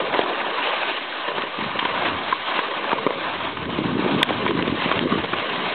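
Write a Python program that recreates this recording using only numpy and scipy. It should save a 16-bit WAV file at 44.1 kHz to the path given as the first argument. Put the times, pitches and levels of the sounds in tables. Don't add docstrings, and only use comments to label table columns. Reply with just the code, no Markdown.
import sys
import numpy as np
from scipy import signal
from scipy.io import wavfile

SR = 44100
rng = np.random.default_rng(int(sys.argv[2]) if len(sys.argv) > 2 else 0)


def nominal_scale(level):
    x = np.asarray(level, float) / 20
    return 10 ** x


def waveform_to_disk(signal):
    frames = np.transpose(np.atleast_2d(signal))
    scaled = np.clip(frames, -1, 1) * 32767
    samples = np.round(scaled).astype(np.int16)
    wavfile.write(sys.argv[1], SR, samples)


N = 253134

# start_s, level_db
SCRAPE_LEVELS = [(0, -25.5), (.12, -30.5), (.15, -20), (.24, -28), (.52, -26.5), (.66, -23), (.8, -29),
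                 (.95, -31), (1.2, -31), (1.4, -28.5), (1.5, -33), (1.6, -26.5), (1.72, -31), (1.81, -24.5),
                 (1.98, -25), (2.08, -23), (2.18, -29), (2.44, -29.5), (2.5, -26), (2.61, -22),
                 (2.68, -31.5), (2.91, -26.5), (3.08, -29.5), (3.3, -29), (3.46, -29), (3.54, -34),
                 (3.8, -29), (3.97, -30.5), (4.08, -23), (4.22, -27), (4.38, -30), (4.5, -29),
                 (4.555, -29.5), (4.59, -29.5), (4.7, -31), (4.8, -30.5), (4.94, -22), (5.0, -27),
                 (5.07, -32.5), (5.13, -26), (5.21, -30), (5.27, -30), (5.36, -31), (5.4, -26), (5.55, -30),
                 (5.66, -25.5), (5.74, -30)]
# start_s, hiss_db, rumble_db
SCRAPE_COLOUR = [(0, -2.5, 0), (.4, -3, 0), (.65, -1.5, -7), (.9, 3, -0.5), (1.18, -0.5, -4),
                 (1.4, -1.5, -3.5), (1.8, -2.5, -11), (2.1, -2.5, -3.5), (2.35, -0.5, -6), (2.7, -2, -4.5),
                 (3.1, -2.5, 0), (3.5, -2.5, -8.5), (4.2, -2.5, -3.5), (4.7, 1, -5), (5.1, -1.5, -0.5),
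                 (5.74, 1, -3.5)]
# pitch_hz, width_hz, level_db
LOW_MODES = [(343.7, 221, 0), (447.5, 236, 4), (593, 278, 0)]
MIDDLE_MODES = [(817, 266, -6.5), (1022.7, 118, 5), (1186, 200, 0)]
HIGH_MODES = [(1482, 135, -1.5), (1865, 308, 2.5), (2148, 370, 2), (2782, 380, 2), (3117, 346, 1.5),
              (3955, 320, 0.5)]
# start_s, flutter_db, deep_buffeting_db
GUSTS = [(0, -38.5, -70), (.5, -48.5, -69), (1.25, -57, -68.5), (1.4, -39.5, -58), (1.53, -53, -58),
         (1.61, -38, -45), (1.8, -40.5, -52), (2.09, -35, -43.5), (2.28, -41.5, -49), (2.45, -52.5, -57.5),
         (2.75, -48, -71), (2.95, -40, -60.5), (3.12, -41, -62), (3.3, -42, -45.5), (3.55, -37.5, -41.5),
         (3.68, -31.5, -34.5), (3.82, -28, -39), (4.0, -26.5, -42), (4.2, -22, -48), (4.24, -35, -53.5),
         (4.3, -24, -47.5), (4.4, -32, -40.5), (4.5, -24, -37.5), (4.62, -27.5, -36), (4.68, -26, -29),
         (4.75, -28.5, -41), (4.82, -36, -50), (4.87, -33, -46), (4.92, -37, -35), (5.03, -19.5, -37),
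         (5.085, -37, -33.5), (5.13, -19.5, -39), (5.19, -32, -30.5), (5.23, -32, -37), (5.4, -44.5, -48.5),
         (5.58, -33.5, -59), (5.74, -42, -51)]
# pitch_hz, level_db (per Hz)
WIND_COLOUR = [(24, -50), (40, -23), (75, -22), (157, -7), (216, -2), (272, -4), (325, -3), (480, -15),
               (700, -27.5), (910, -36), (1540, -120)]
# start_s, peak_db, pitch_hz
THUMPS = [(1.435, -18, 377), (1.587, -21, 262), (1.621, -18.5, 242), (1.659, -20, 177), (1.825, -18.5, 330),
          (1.85, -13, 444), (2.048, -16, 475), (2.058, -21.5, 424), (2.589, -14, 420), (2.93, -7.5, 360),
          (3.0642, -5.5, 330), (3.106, -19, 380), (3.787, -9.5, 306), (3.816, -14, 318), (3.855, -15, 334),
          (3.951, -14, 263), (3.967, -13, 287), (3.992, -10.5, 298), (4.022, -13, 342), (4.048, -12, 376),
          (4.061, -8, 347), (4.122, -15, 314), (4.16, -17, 240), (4.2, -13, 285), (4.2264, -11.5, 397),
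          (4.306, -4.5, 564), (4.452, -14.5, 237), (4.488, -11.5, 280), (4.503, -12, 334),
          (4.511, -17, 260), (4.549, -7.5, 246), (4.587, -11.5, 285), (4.613, -15, 273), (4.625, -11, 312),
          (4.632, -12.5, 330), (4.678, -11, 322), (4.722, -11.5, 250), (4.742, -16.5, 279),
          (4.857, -11.5, 228), (5.011, -10, 302), (5.023, -12, 250), (5.0558, -7, 340), (5.0675, -10, 340),
          (5.114, -14, 215), (5.155, -9.5, 295), (5.175, -9, 313), (5.332, -12, 335)]
# start_s, peak_db, pitch_hz, reach_octaves, contact_ms
LUMPS = [(0.138, -8.5, 1540, 0.57, 4.4), (0.144, -12, 945, 1.4, 8), (0.156, -10.5, 937, 0.57, 3.2),
         (0.1902, -.8, 430, 1.1, 1.8), (0.189, -10, 2600, 1, .8), (0.211, -9, 2820, 0.84, 5.8),
         (0.259, -15, 820, 0.54, 4.5), (0.291, -15.5, 602, 0.68, 11), (0.398, -18.5, 2080, 0.18, 13),
         (0.566, -15, 1150, 1.1, 41), (1.277, -14.5, 1170, 3.3, 12.3), (1.38, -13, 1103, 3.2, 2.9),
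         (1.418, -15.5, 2260, 1.2, 5), (1.786, -22, 1280, .6, 4.5), (1.789, -10, 1810, 1, 4.9),
         (1.792, -13, 2820, .6, 4.6), (1.826, -13.5, 1110, 0.8, 1.3), (1.849, -7.5, 1104, 2, 7.2),
         (1.938, -17.5, 625, 2, 4.5), (1.974, -12.5, 1130, 0.92, 4.6), (2.044, -10, 1620, 3.1, 29),
         (2.08, -13, 840, 2.4, 8.3), (2.3236, -5, 1042, 0.79, 5.2), (2.478, -18, 1050, 0.6, 12),
         (2.588, -7, 1530, 1, 6), (2.891, -14.5, 2110, 1.8, 2.7), (2.905, -14, 1120, 0.8, 3.6),
         (2.915, -8, 1094, 1.2, 1.7), (2.922, -8, 1102, 0.52, 7.3), (2.9285, -9, 1342, 1.4, 2.2),
         (2.98, -16, 1000, 0.39, 5.5), (3.028, -18.5, 600, 1.5, 2.1), (3.0638, -6.5, 546, 1.7, 3.5),
         (3.069, -5.5, 570, 1.8, 5.2), (3.104, -7.5, 554, 2.7, 2.7), (3.569, -16.5, 1010, 1.16, 3.8),
         (4.211, -11, 990, 0.43, 11), (4.2276, 2.5, 3450, .5, 1.5), (4.2287, 1.5, 2000, .6, 1.3),
         (4.279, -9, 1547, 3.1, 25), (4.323, -18.5, 2700, 0.67, 11), (4.462, -8, 1000, 1.16, 2.8),
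         (4.477, -12, 2180, 0.53, 6.4), (4.506, -8.5, 1165, 4.7, 3), (4.588, -10.5, 919, 2.5, 7.2),
         (4.623, -9, 2500, 0.66, 1.8), (4.649, -18, 1500, 0.87, 8.8), (4.674, -13, 2270, 2.6, 8.3),
         (4.818, -14.5, 1430, 1.6, 4.1), (4.913, -3, 1099, 1.8, 1.1), (4.921, -7, 2160, 1.4, 4.5),
         (4.9903, -.7, 2750, 0.8, 0.3), (5.119, -12.5, 1097, 0.36, 10.4), (5.15, -18, 1101, 0.35, 9.8),
         (5.236, -13, 1000, 4.8, 9.9), (5.327, -9, 1093, 1.8, 16)]

RING_DB = -2.5

EDDY_COUNT, EDDY_DB, EDDY_LOW_HZ, EDDY_HIGH_HZ = 260, 6.5, 146, 520

SMALL_COUNT, SMALL_DB, SMALL_SPREAD_DB, SMALL_LONGEST_MS = 60, -20, 1, 9.8
SMALL_LOW_HZ, SMALL_HIGH_HZ, SMALL_REACH_OCTAVES = 440, 3410, 1.5

SNAP_S, SNAP_DB, SNAP_LOSS_DB_PER_MS = 0.001746, 16.5, 0.47
RASP_BUILD = 0.29
SHORTEST_MS = 0.3
PRESS_MS = 0.3
FALL_DB, FARTHEST_DB = 8.5, -29


def rms_one(x):
    return x / np.sqrt(np.mean(x ** 2) + 1e-20)


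def in_time(rows):
    s, *columns = np.transpose(rows)
    return [np.interp(np.arange(N) / SR, s, c) for c in columns]


def drift(rate_hz):
    r = np.exp(-2 * np.pi * rate_hz / SR)
    slow = signal.lfilter([1], [1, -2 * r, r * r], rng.standard_normal(N + SR))[SR:]
    return rms_one(slow - slow.mean())


def resonate(x, hz, width):
    r = np.exp(-np.pi * width / SR)
    top = np.array([1, 0, -1]) * (1 - r * r) / 2
    bottom = [1, -2 * r * np.cos(2 * np.pi * hz / SR), r * r]
    return signal.lfilter(top, bottom, x)


def crackle(per_s, spread_db, smooth):
    sizes = nominal_scale(spread_db * np.minimum(rng.exponential(1, N), 5)) * rng.choice([-1, 1], N)
    breaks = rms_one(sizes * (rng.random(N) < per_s / SR))
    return np.sqrt(1 - smooth) * breaks + np.sqrt(smooth) * rng.standard_normal(N)


def scrape(modes, force, patchy_db):
    total = 0
    for k, (hz, width, db) in enumerate(modes):
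        coupling = (-1) ** k * nominal_scale(db + patchy_db * drift(14.3))
        total = total + coupling * resonate(force, hz, width)
    return rms_one(total)


def runners(rumble_db, ring_db, hiss_db):
    force = crackle(per_s=2500.0, spread_db=1.43, smooth=0.61)
    force = force * nominal_scale(1.44 * drift(18.0))
    rumble = nominal_scale(rumble_db) * scrape(LOW_MODES, force, patchy_db=2.0)
    ring = nominal_scale(ring_db) * scrape(MIDDLE_MODES, force, patchy_db=0.0)
    hiss = nominal_scale(hiss_db) * scrape(HIGH_MODES, force, patchy_db=1.23)
    bass_cut = signal.butter(3, 200.0, "high", fs=SR, output="sos")
    return signal.sosfilt(bass_cut, rumble + ring + hiss)


def wind(deep_db, flutter_db):
    deep, flutter = 0, 0
    together = drift(24.0)
    edges = 40 * 2 ** np.arange(0, 4.6, .5)
    at, db = np.transpose(WIND_COLOUR)
    noises = [crackle(per_s=120.0, spread_db=1.0, smooth=0.82) for _ in range(2)]
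    for k, (low, high) in enumerate(zip(edges, edges[1:])):
        band_filter = signal.butter(2, [low, high], "band", fs=SR, output="sos")
        band = signal.sosfilt(band_filter, noises[k % 2])
        level_db = np.interp(np.log(low * high) / 2, np.log(at), db)
        if high < 120:
            deep = deep + nominal_scale(level_db + 2.5 * drift(6.0)) * band
        else:
            flutter = flutter + nominal_scale(level_db + 1.5 * together + 1.0 * drift(3.7)) * band
    return nominal_scale(deep_db) * rms_one(deep) + nominal_scale(flutter_db) * rms_one(flutter)


def lesser_eddies(flutter_db):
    when, pitch = rng.random((EDDY_COUNT, 2)).T
    place = when * (N - 1)
    peak_db = flutter_db[place.astype(int)] + EDDY_DB
    hz = EDDY_LOW_HZ * (EDDY_HIGH_HZ / EDDY_LOW_HZ) ** pitch
    return np.transpose([place / SR, peak_db, hz])


def thumps(flutter_db):
    out = np.zeros(N + SR)
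    for s, peak_db, hz in np.vstack([lesser_eddies(flutter_db), THUMPS]):
        turns = np.arange(round(3 * SR / hz)) * hz / SR
        push = np.sin(2 * np.pi * turns) * np.exp(-((turns - .8) / 0.58) ** 2)
        at = round(s * SR)
        out[at:at + len(push)] -= nominal_scale(peak_db) * push
    return signal.sosfilt(signal.butter(2, 110.0, "high", fs=SR, output="sos"), out[:N])


def small_lumps():
    when, size, where, lasting = rng.random((SMALL_COUNT, 4)).T
    peak_db = SMALL_DB + SMALL_SPREAD_DB * (2 * size - 1)
    pitch_hz = SMALL_LOW_HZ * (SMALL_HIGH_HZ / SMALL_LOW_HZ) ** where
    reach = np.full(SMALL_COUNT, SMALL_REACH_OCTAVES)
    return np.transpose([when * (N - 1) / SR, peak_db, pitch_hz, reach, SMALL_LONGEST_MS * lasting])


def contact_force(grit, t, ms):
    swell = np.minimum(t / (SNAP_S + RASP_BUILD * ms / 1000), 1) ** 2
    fade = np.exp(-(t * 1000 / max(ms, SHORTEST_MS)) ** 2)
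    force = grit * swell * fade
    force[round(SNAP_S * SR)] += nominal_scale(SNAP_DB - SNAP_LOSS_DB_PER_MS * ms)
    return force


def lumps():
    out = np.zeros(N)
    t = np.arange(round(.12 * SR)) / SR
    blows = np.vstack([small_lumps(), LUMPS])
    modes = np.vstack([LOW_MODES, MIDDLE_MODES, HIGH_MODES])
    rough = rng.standard_normal((len(blows), len(t)))
    for (s, peak_db, pitch_hz, reach, ms), grit in zip(blows, rough):
        force = contact_force(grit, t, ms)
        nearest = np.argmin(np.abs(np.log(modes[:, 0] / pitch_hz)))
        bend = pitch_hz / modes[nearest, 0]
        hit = 0
        for hz, width, db in modes:
            damped = width * (1 + PRESS_MS / max(ms, SHORTEST_MS))
            ring = resonate(resonate(force, bend * hz, 2 * damped), bend * hz, damped)
            away = np.log2(bend * hz / pitch_hz) / max(reach, .1)
            mode_db = db + max(-FALL_DB * away ** 2, FARTHEST_DB)
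            hit = hit + nominal_scale(mode_db) * ring / np.abs(ring).max()
        at = round(s * SR)
        out[at:at + len(t)] += nominal_scale(peak_db) * hit[:N - at] / np.abs(hit).max()
    return out


def scene():
    scrape_db, = in_time(SCRAPE_LEVELS)
    hiss_db, rumble_db = in_time(SCRAPE_COLOUR)
    flutter_db, deep_db = in_time(GUSTS)
    sliding = runners(scrape_db + rumble_db, scrape_db + RING_DB, scrape_db + hiss_db)
    air = wind(deep_db, flutter_db) + thumps(flutter_db)
    return (sliding + air + lumps())[None]


def duck(x, knee_db, cut_per_db, excess_fall_db_s):
    ramp = excess_fall_db_s * np.arange(N) / SR
    excess = np.maximum(20 * np.log10(np.abs(x) + 1e-9) - knee_db, 0)
    held = np.maximum.accumulate(excess + ramp, axis=-1) - ramp
    r = np.exp(-1 / (0.0045 * SR))
    return x * nominal_scale(-cut_per_db * signal.lfilter([1 - r], [1, -r], held))


def low_sample_rate(x):
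    stored = signal.resample_poly(x, 80, 441, axis=-1)
    soft = signal.firwin(30 * 441 + 1, 1 / 441, window=("kaiser", 9.0))
    back = signal.resample_poly(stored, 441, 80, axis=-1, window=soft)
    return back[:, :N]


def roll_off(x):
    return signal.sosfilt(signal.butter(12, 16500, fs=SR, output="sos"), x)


def record(dry):
    x = duck(dry, knee_db=-15.5, cut_per_db=0.3, excess_fall_db_s=134.0)
    x = signal.sosfilt(signal.butter(3, 80.0, "high", fs=SR, output="sos"), x)
    x = signal.sosfilt(signal.cheby2(14, 30, 4188, fs=SR, output="sos"), x)
    x = x + nominal_scale(-74) * drift(55)
    x = np.clip(low_sample_rate(x), -.73, .73)
    x = x - .0027
    return roll_off(x)


dry = scene()
out = record(dry)
waveform_to_disk(out)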